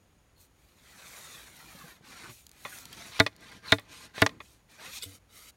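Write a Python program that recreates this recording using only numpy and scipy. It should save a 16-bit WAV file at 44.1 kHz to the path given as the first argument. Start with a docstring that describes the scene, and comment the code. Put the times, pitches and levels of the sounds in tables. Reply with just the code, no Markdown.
"""In a quiet wood with far insects, a ramrod is pushed down the iron bore of a small cannon.
Its head scrapes by stick-slip friction while the air column in front of it lengthens and sinks in pitch.
The head catches and puffs the air, grit snaps, and the shaft clanks against the muzzle.
Three rams follow, at 3.2, 3.7 and 4.2 s: each impact cracks in the rod and booms in the bore.
The rod is drawn out, the column shortens and rises in pitch, and the head leaves with a soft pop."""
import sys
import numpy as np
from scipy import signal
from scipy.fft import rfft, irfft
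from scipy.io import wavfile
from scipy.ndimage import uniform_filter1d

SR = 44100
rng = np.random.default_rng(int(sys.argv[2]) if len(sys.argv) > 2 else 0)


def output_pcm(signal):
    """Save a mono or channel-first signal as 16-bit PCM at the path in sys.argv[1].

    Samples are clipped to [-1, 1] before scaling.
    """
    pcm = np.clip(np.atleast_2d(signal).T, -1, 1) * 32767
    wavfile.write(sys.argv[1], SR, np.round(pcm).astype(np.int16))


N = 245479
TIME = np.arange(N) / SR
RING_TIME = np.arange(SR // 2) / SR  # seconds since an impact

# spectrum of grit under the rod: (frequency [Hz], level [dB])
GRIT_SPECTRUM = [(500, -31), (2500, -4), (6000, -4), (10000, -5.5), (16000, -11.5)]


def amp(db):
    """Amplitude grows tenfold every 20 dB."""
    return 10 ** (np.asarray(db) / 20)


def unit_rms(x):
    """Normalisation to a mean power of 1."""
    return x / np.sqrt(np.mean(x ** 2) + 1e-20)


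def response(spectrum, hz):
    """Frequency response through (frequency [Hz], level [dB]) points, falling steeply past the ends."""
    f, db = np.transpose(spectrum)
    beyond = np.minimum((hz + 1) / f[0], 1) * np.minimum(f[-1] / (hz + 1), 1)
    return amp(np.interp(np.log(hz + 1), np.log(f), db)) * beyond ** 2


def shaped(x, spectrum):
    """Linear filtering multiplies spectra; the result has rms 1."""
    hz = np.fft.rfftfreq(len(x), 1 / SR)
    return unit_rms(irfft(rfft(x) * response(spectrum, hz), len(x)))


def add(mix, start, sound):
    """Superposition: a sound joins the mix at start seconds."""
    part = mix[round(start * SR):][:len(sound)]
    part += sound[:len(part)]


def wander(cutoff_hz):
    """Low-passed noise gives a random fluctuation of rms 1."""
    hz = np.fft.rfftfreq(N, 1 / SR)
    return unit_rms(irfft(rfft(rng.standard_normal(N)) / (1 + (hz / cutoff_hz) ** 4), N))


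def decay(t60):
    """Damping: an exponential fall of 60 dB in t60 seconds."""
    return np.exp(-np.log(1000) * RING_TIME / t60)


def ring(modes):
    """Free vibration is a sum of damped sines: (frequency [Hz], level [dB], t60 [s])."""
    return sum(amp(db) * decay(t60) * np.sin(2 * np.pi * hz * RING_TIME) for hz, db, t60 in modes)


def woods(level_db=-64.5):
    """Stationary background noise: still woods with a band of far insects."""
    # ambient spectrum: (frequency [Hz], level [dB])
    spectrum = [(20, -18.5), (60, 3.5), (150, -6.5), (400, -13), (1000, -18.5), (2500, -22.5), (5600, -30),
                (6400, -27.5), (6850, -20.5), (7400, -34.5), (9000, -29.5), (15800, -37.5)]
    return amp(level_db) * shaped(rng.standard_normal(N), spectrum)


def friction(rough_db, grain_hz):
    """Stick-slip friction: tiny uneven slips modulate the level of a noise."""
    return rng.standard_normal(N) * amp(rough_db * wander(grain_hz))


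def through_bore(x, patchy_db, fade_hz=5000, size=1024):
    """Quarter-wave resonance: the odd modes of a pipe shut by the rod's head sink as it goes deeper."""
    # air column: (time [s], length [m], reflection at the muzzle [ratio])
    column = [(.6, 0.07, .2), (1.05, .17, .25), (1.4, 0.24, .42), (1.699, 0.33, 0.45), (1.848, 0.37, 0.6),
              (2.3, .66, 0.33), (3.2, .915, .7), (4.7, 0.91, .7), (5.029, .2, .65)]
    times, length, reflection = np.transpose(column)
    frames = dict(fs=SR, nperseg=size, noverlap=size * 3 // 4)
    hz, t, spectra = signal.stft(x, **frames)
    round_trip = 2 * np.interp(t, times, length) / 343  # sound travels at 343 m/s
    echo = np.interp(t, times, reflection) / (1 + (hz[:, None] / fade_hz) ** 2)  # treble escapes
    pipe = 1 / (1 + echo * np.exp(-2j * np.pi * hz[:, None] * round_trip))
    patches = uniform_filter1d(rng.standard_normal(spectra.shape), size=7, axis=0)
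    patches = unit_rms(uniform_filter1d(patches, size=8, axis=1))  # the contact shifts in patches
    return signal.istft(spectra * pipe * amp(patchy_db * patches), **frames)[1][:N]


def stroke_speed(start, length, rise, fall):
    """Uniform acceleration: the rod speeds up, glides and slows to a stop (0 to 1)."""
    t = TIME - start
    return np.clip(np.minimum(t / rise, (length - t) / fall), 0, 1)


def sliding(fine_hz=11000, catches_per_s=22, catch_db=5.5, catch_t60=0.024):
    """Friction noise grows as a power of speed: rumble and scrape in the bore, rasp and hiss at its mouth."""
    # friction spectra: (frequency [Hz], level [dB])
    rumble_spectrum = [(40, -24.5), (100, -5), (180, -3), (330, -6), (500, -18.5), (900, -35)]
    scrape_spectrum = [(250, -22.5), (500, -4.5), (750, -2.5), (1300, -0.5), (2000, 0.5), (2400, -4.5),
                       (3200, -37.5)]
    rasp_spectrum = [(1700, -24), (2450, 1), (2800, -5), (3500, -2), (4200, -1), (4650, -4), (5100, -9),
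                     (5700, -6), (7000, -22)]
    hiss_spectrum = [(4200, -16.5), (5700, -3), (6900, 1), (7400, -3.5), (8600, -2), (9700, -1.5),
                     (10400, -8.5), (11600, -3), (13500, -8.5), (15800, -12)]
    # strokes of the rod: (start [s], length [s], rise [s], fall [s],
    # rumble [dB], scrape [dB], rasp [dB], hiss [dB], extra hiss above fine_hz [dB])
    strokes = [ (0.355, .13, 0.057, 0.041, -80, -81, -71, -67, 9),
               (.50, 0.59, .12, .1, -92, -75.5, -73, -75, 5),
               (0.721, 0.96, .42, 0.34, -64.5, -54.5, -56, -53, -1),
               (1.465, 0.55, 0.12, .12, -63, -58, -58, -60, 5),
               (2.008, .32, 0.097, 0.023, -57, -54, -55, -56.5, -5.5),
               (2.282, 0.23, 0.045, 0.22, -76, -72, -59, -54.5, 5.5),
               (2.482, 0.42, 0.3, 0.13, -61, -55, -53.5, -51.5, 4.5),
               (2.80, 0.35, 0.16, 0.046, -56.5, -55, -53.5, -55.5, -2),
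               (3.104, 0.088, 0.047, .005, -64, -51.5, -46, -55, -2),
               (3.27, .2, .02, .05, -66.5, -66.5, -71, -86, -3),
               (3.376, 0.25, 0.058, 0.061, -60, -56.5, -57.5, -63, -8),
               (3.615, 0.14, 0.12, 0.013, -53.5, -43.5, -43, -51, -1),
               (3.78, .37, .04, 0.038, -66, -65.5, -68.5, -78.5, -6),
               (3.869, 0.22, 0.059, 0.035, -66, -56, -53.5, -55, -9),
               (4.131, .095, 0.044, 0.0079, -59, -47.5, -48, -52.5, -1.5),
               (4.281, 0.14, 0.019, 0.077, -53, -62.5, -72.5, -87, -5),
               (4.386, .24, .04, 0.12, -71, -72.5, -66.5, -64, -1),
               (4.675, 0.14, 0.033, 0.043, -70.5, -65, -63, -65, -1),
               (4.765, .16, 0.1, 0.068, -58.5, -47.5, -47.5, -49.5, -3.5),
               (4.856, 0.16, 0.12, 0.043, -69.5, -54.5, -44.5, -43.5, -2),
               (4.993, .20, 0.021, 0.037, -68.5, -68, -60, -57, 2),
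               (5.274, 0.24, 0.098, 0.013, -72, -62, -59, -57, 3), ]
    # exponents of speed: (rumble [-], scrape [-], rasp [-], hiss [-])
    exponents = (0.701, .95, 1.05, 1.299)
    rumble = shaped(friction(rough_db=2.2, grain_hz=25), rumble_spectrum)
    scrape = shaped(through_bore(friction(1.6, 300), patchy_db=2.5), scrape_spectrum)
    rasp = shaped(through_bore(friction(1.8, 500), patchy_db=2.0), rasp_spectrum)
    hiss = shaped(through_bore(friction(1.5, 900), patchy_db=2.5), hiss_spectrum)
    fine = signal.sosfiltfilt(signal.butter(2, fine_hz, "high", fs=SR, output="sos"), hiss)
    power = np.zeros((5, N))
    for start, length, rise, fall, *levels, fine_db in strokes:
        speed = stroke_speed(start, length, rise, fall)
        moving = speed > 0
        gains = [amp(db) * speed[moving] ** exponent for db, exponent in zip(levels, exponents)]
        fine_gain = gains[-1] * amp(fine_db)
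        power[:, moving] += np.square(gains + [fine_gain])  # overlapping strokes add in power
    rumble, scrape, rasp, hiss, fine = np.sqrt(power) * [rumble, scrape, rasp, hiss - fine, fine]
    catches = (rng.random(N) < catches_per_s / SR) * rng.random(N)  # grit grips the head at random
    grip = 1 + (amp(catch_db) - 1) * signal.oaconvolve(catches, decay(catch_t60))[:N]
    judder = amp(0.8 * wander(32))  # the hand does not push evenly
    return rumble + judder * (grip * (scrape + rasp) + hiss + fine)


def scatter(x, low_db=-27, low_t60=0.06, low_hz=450, broad_db=-31, broad_t60=0.16):
    """Scattering from ground, carriage and trees adds a short bass tail and a longer broadband one."""
    low = signal.sosfilt(signal.butter(2, low_hz, fs=SR, output="sos"), rng.standard_normal(len(RING_TIME)))
    broad = rng.standard_normal(len(RING_TIME))
    onset = 1 - np.exp(-RING_TIME / 0.004)
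    tail = 0
    for band, db, t60 in [(low, low_db, low_t60), (broad, broad_db, broad_t60)]:
        envelope = onset * decay(t60)
        tail += amp(db) * band * envelope / np.linalg.norm(envelope)
    return signal.fftconvolve(x, tail)[:N]


def scuffs():
    """Forced resonance: each swell of friction drives one band of the rod, squeaking if it is narrow."""
    # grips of the rod: (time [s], level [dB], centre [Hz], bandwidth [Hz], half-length [s])
    swells = [(0.41, -67, 4400, 450, 0.036), (1.32, -58.5, 3680, 600, 0.2),
              (1.812, -55.5, 1450, 1000, 0.037), (2.256, -44.5, 1500, 900, 0.021),
              (2.729, -46.5, 2200, 1500, 0.0084), (2.931, -43, 2960, 2500, 0.004),
              (3.007, -55.5, 5800, 700, 0.036), (3.525, -48, 1572, 700, 0.0096),
              (3.695, -46, 4040, 650, 0.035), (4.215, -41, 2400, 4170, 0.021),
              (4.798, -47, 1600, 197.7, 0.0085), (4.851, -51.5, 2520, 200, 0.034),
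              (5.033, -44.5, 3626, 3600, 0.022), (5.04, -41, 9900, 6950, 0.015)]
    out, hz = np.zeros(N), np.fft.rfftfreq(N, 1 / SR)
    drive = rfft(through_bore(friction(rough_db=6.0, grain_hz=500), patchy_db=5.5))
    for time, db, centre_hz, width_hz, half_length in swells:
        band = unit_rms(irfft(drive / (1 + (2 * (hz - centre_hz) / width_hz) ** 2), N))
        out += amp(db) * np.exp(-((TIME - time) / half_length) ** 2) * band
    return out


def pops(rise_s=0.0054, step_db=-7, count=4):
    """A stopped pipe rings in odd harmonics when the head catches and puffs its air."""
    # puffs: (time [s], level [dB], fundamental [Hz], t60 [s])
    puffs = [(1.749, -35, 185, 0.037), (1.837, -40, 163, 0.091), (2.007, -35, 150, 0.024),
             (2.287, -39.5, 118, 0.13), (5.058, -42, 95.6, 0.33)]
    out = np.zeros(N)
    for time, db, hz, t60 in puffs:
        harmonics = [(hz * (2 * k + 1), db + step_db * k, t60) for k in range(count)]
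        add(out, time, ring(harmonics) * (1 - np.exp(-RING_TIME / rise_s)))
    return out


def grit_burst(db, t60):
    """A brief contact with grit radiates a decaying broadband noise."""
    return amp(db) * shaped(rng.standard_normal(len(RING_TIME)), GRIT_SPECTRUM) * decay(t60)


def ticks():
    """Grit snaps under the rod; so short a transient has a wide, bright spectrum."""
    # snaps of grit: (time [s], level [dB])
    snaps = [(2.467, -40.5), (2.4930, -46.5), (2.5150, -45), (2.7860, -38), (2.8544, -37), (2.929, -40),
             (3.364, -49.5), (3.4085, -50.5), (3.517, -52), (3.7962, -44.5)]
    out = np.zeros(N)
    for time, db in snaps:
        add(out, time, grit_burst(db, t60=0.012))
    return out


def clanks(snap_db=1, snap_t60=0.0035, rattle_db=-6, shaft_db=-7, bore_db=-17):
    """Impact excitation: the shaft slaps the muzzle, snaps, rattles and rings both wood and barrel."""
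    # slaps: (time [s], level [dB], treble cutoff [Hz], t60 [s])
    slaps = [(2.6511, -31.5, 1800, 0.1), (3.1934, -26, 3500, 0.023), (3.2642, -19.5, 4600, 0.042),
             (3.7850, -36.5, 2500, 0.074), (4.1807, -29, 2200, 0.036), (4.2638, -12.5, 4715, 0.026),
             (4.293, -39.5, 4000, 0.038), (4.4039, -35.5, 1990, 0.048)]
    # spectrum of the contact: (frequency [Hz], level [dB])
    spectrum = [(60, -17.5), (250, -11), (700, -6), (1000, -6), (1200, 0.5), (1550, -10), (1950, 0.5),
                (2600, -3), (3200, 0.5), (3900, 3.5), (5000, 0), (8000, -6), (16000, -4.5)]
    # modes of the wooden shaft: (frequency [Hz], level [dB])
    shaft_modes = [(580, -4.5), (800, -8), (1040, -2), (1140, -3), (1780, -4.5), (1930, -1), (2120, -6),
                   (2500, -2), (3470, -3)]
    out, hz = np.zeros(N), np.fft.rfftfreq(len(RING_TIME), 1 / SR)
    lead = 200  # samples of room ahead of the attack
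    for time, db, cutoff_hz, t60 in slaps:
        envelope = amp(rattle_db) * decay(t60) + amp(snap_db) * decay(snap_t60)
        rattle = rng.standard_normal(len(RING_TIME)) * envelope
        colour = unit_rms(response(spectrum, hz) / (1 + (hz / cutoff_hz) ** 3))
        slap = irfft(rfft(np.roll(rattle, lead)) * colour, len(RING_TIME))
        wood = sum((-1) ** k * ring([(*mode, t60)]) for k, mode in enumerate(shaft_modes))
        add(out, time - lead / SR, amp(db) * slap)
        add(out, time, amp(db + shaft_db) * wood + amp(db + bore_db) * boom(tilt_db=0))
    return out


def boom(tilt_db, cut_hz=85):
    """Modes of alternating sign superpose into a pulse that bounces between breech and muzzle."""
    # modes of the barrel's air and wall, and of the wooden carriage: (frequency [Hz], level [dB], t60 [s])
    bore_modes = [(106, -8, 0.17), (290, -4.5, 0.1), (443, -6, 0.078), (650, -2.5, 0.066),
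                  (872, -7.5, 0.052), (1032, -8, 0.044), (1195, -8, 0.053), (1427, -3, 0.043),
                  (1630, -2, 0.03), (1775, -3, 0.033), (1972, 0, 0.037), (2207, -4, 0.033),
                  (2353, -16, 0.046)]
    carriage_modes = [(126, -10, 0.055), (184, -16, 0.08)]
    tilted = [(hz, db + tilt_db * np.log2(hz / 700), t60) for hz, db, t60 in bore_modes]
    barrel = sum((-1) ** k * ring([mode]) for k, mode in enumerate(tilted))
    mouth = signal.butter(2, cut_hz, "high", fs=SR, output="sos")  # a high-pass keeps the deepest bass out of the boom
    return signal.sosfilt(mouth, barrel + ring(carriage_modes))


def dispersed(x, lag_s=0.0024, knee_hz=2100):
    """Dispersion: bending waves run faster the higher they are, so treble arrives before bass."""
    hz = np.fft.rfftfreq(len(x), 1 / SR)
    return irfft(rfft(x) * np.exp(-2j * np.pi * lag_s * knee_hz * np.arctan(hz / knee_hz)), len(x))


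def rams(crack_t60=0.015, travel_s=0.002382, rebound_s=0.0053, rebound_db=-2, rebound_hz=4400):
    """Two paths from one impact: the head hits the ball, a crack runs up the rod, a boom up the air."""
    # blows: (time [s], boom [dB], boom tilt [dB/octave], crack [dB], crack centre [Hz], steel ring [dB])
    blows = [(3.1991, -11.5, 1, -13, 4010, -17), (3.721, -13, 1.25, -13.5, 3670, -12.5),
             (4.2186, -12, 0, -8, 2725, -26)]
    # modes of the rod's steel: (frequency [Hz], level [dB], t60 [s])
    steel_modes = [(2510, -12.5, .06), (3030, -15.5, 0.025), (3631, -2, 0.048), (3753, 2.5, 0.028),
                   (4060, -4, 0.02)]
    out = np.zeros(N)
    duller = signal.butter(4, rebound_hz, fs=SR, output="sos")
    for time, boom_db, tilt_db, crack_db, crack_hz, steel_db in blows:
        peak = [(crack_hz * 0.82, -14), (crack_hz, 0), (crack_hz * 1.3, -13)]
        spectrum = sorted([(700, -21), (1500, -3), *peak, (9000, -23), (16000, -35)])
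        envelope = amp(crack_db) * decay(crack_t60)
        steel = amp(steel_db) * ring(steel_modes)
        contact, rebound = (dispersed(envelope * shaped(noise, spectrum) + steel)
                            for noise in rng.standard_normal((2, len(RING_TIME))))
        add(out, time, contact)
        add(out, time + rebound_s, amp(rebound_db) * signal.sosfilt(duller, rebound))
        add(out, time + travel_s, amp(boom_db) * boom(tilt_db))
        add(out, time, grit_burst(db=-44, t60=0.22))  # the jolted shaft keeps rubbing
    return out


def scene():
    """Direct sound, scattered sound and the woods superpose in the open air."""
    cannon = sliding() + scuffs() + rams() + clanks() + ticks() + pops()
    background = woods()
    return (cannon + scatter(cannon) + background)[None]


def record(dry, ceiling=0.64, edge_hz=16000):
    """Soft saturation rounds the loudest peaks; a low-pass filter then limits the band."""
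    rounded = dry / (1 + (dry / ceiling) ** 4) ** (1 / 4)
    low_pass = signal.firwin(511, edge_hz, window=("kaiser", 9), fs=SR)
    return signal.oaconvolve(rounded, low_pass[None], "same")


dry = scene()
out = record(dry)
output_pcm(out)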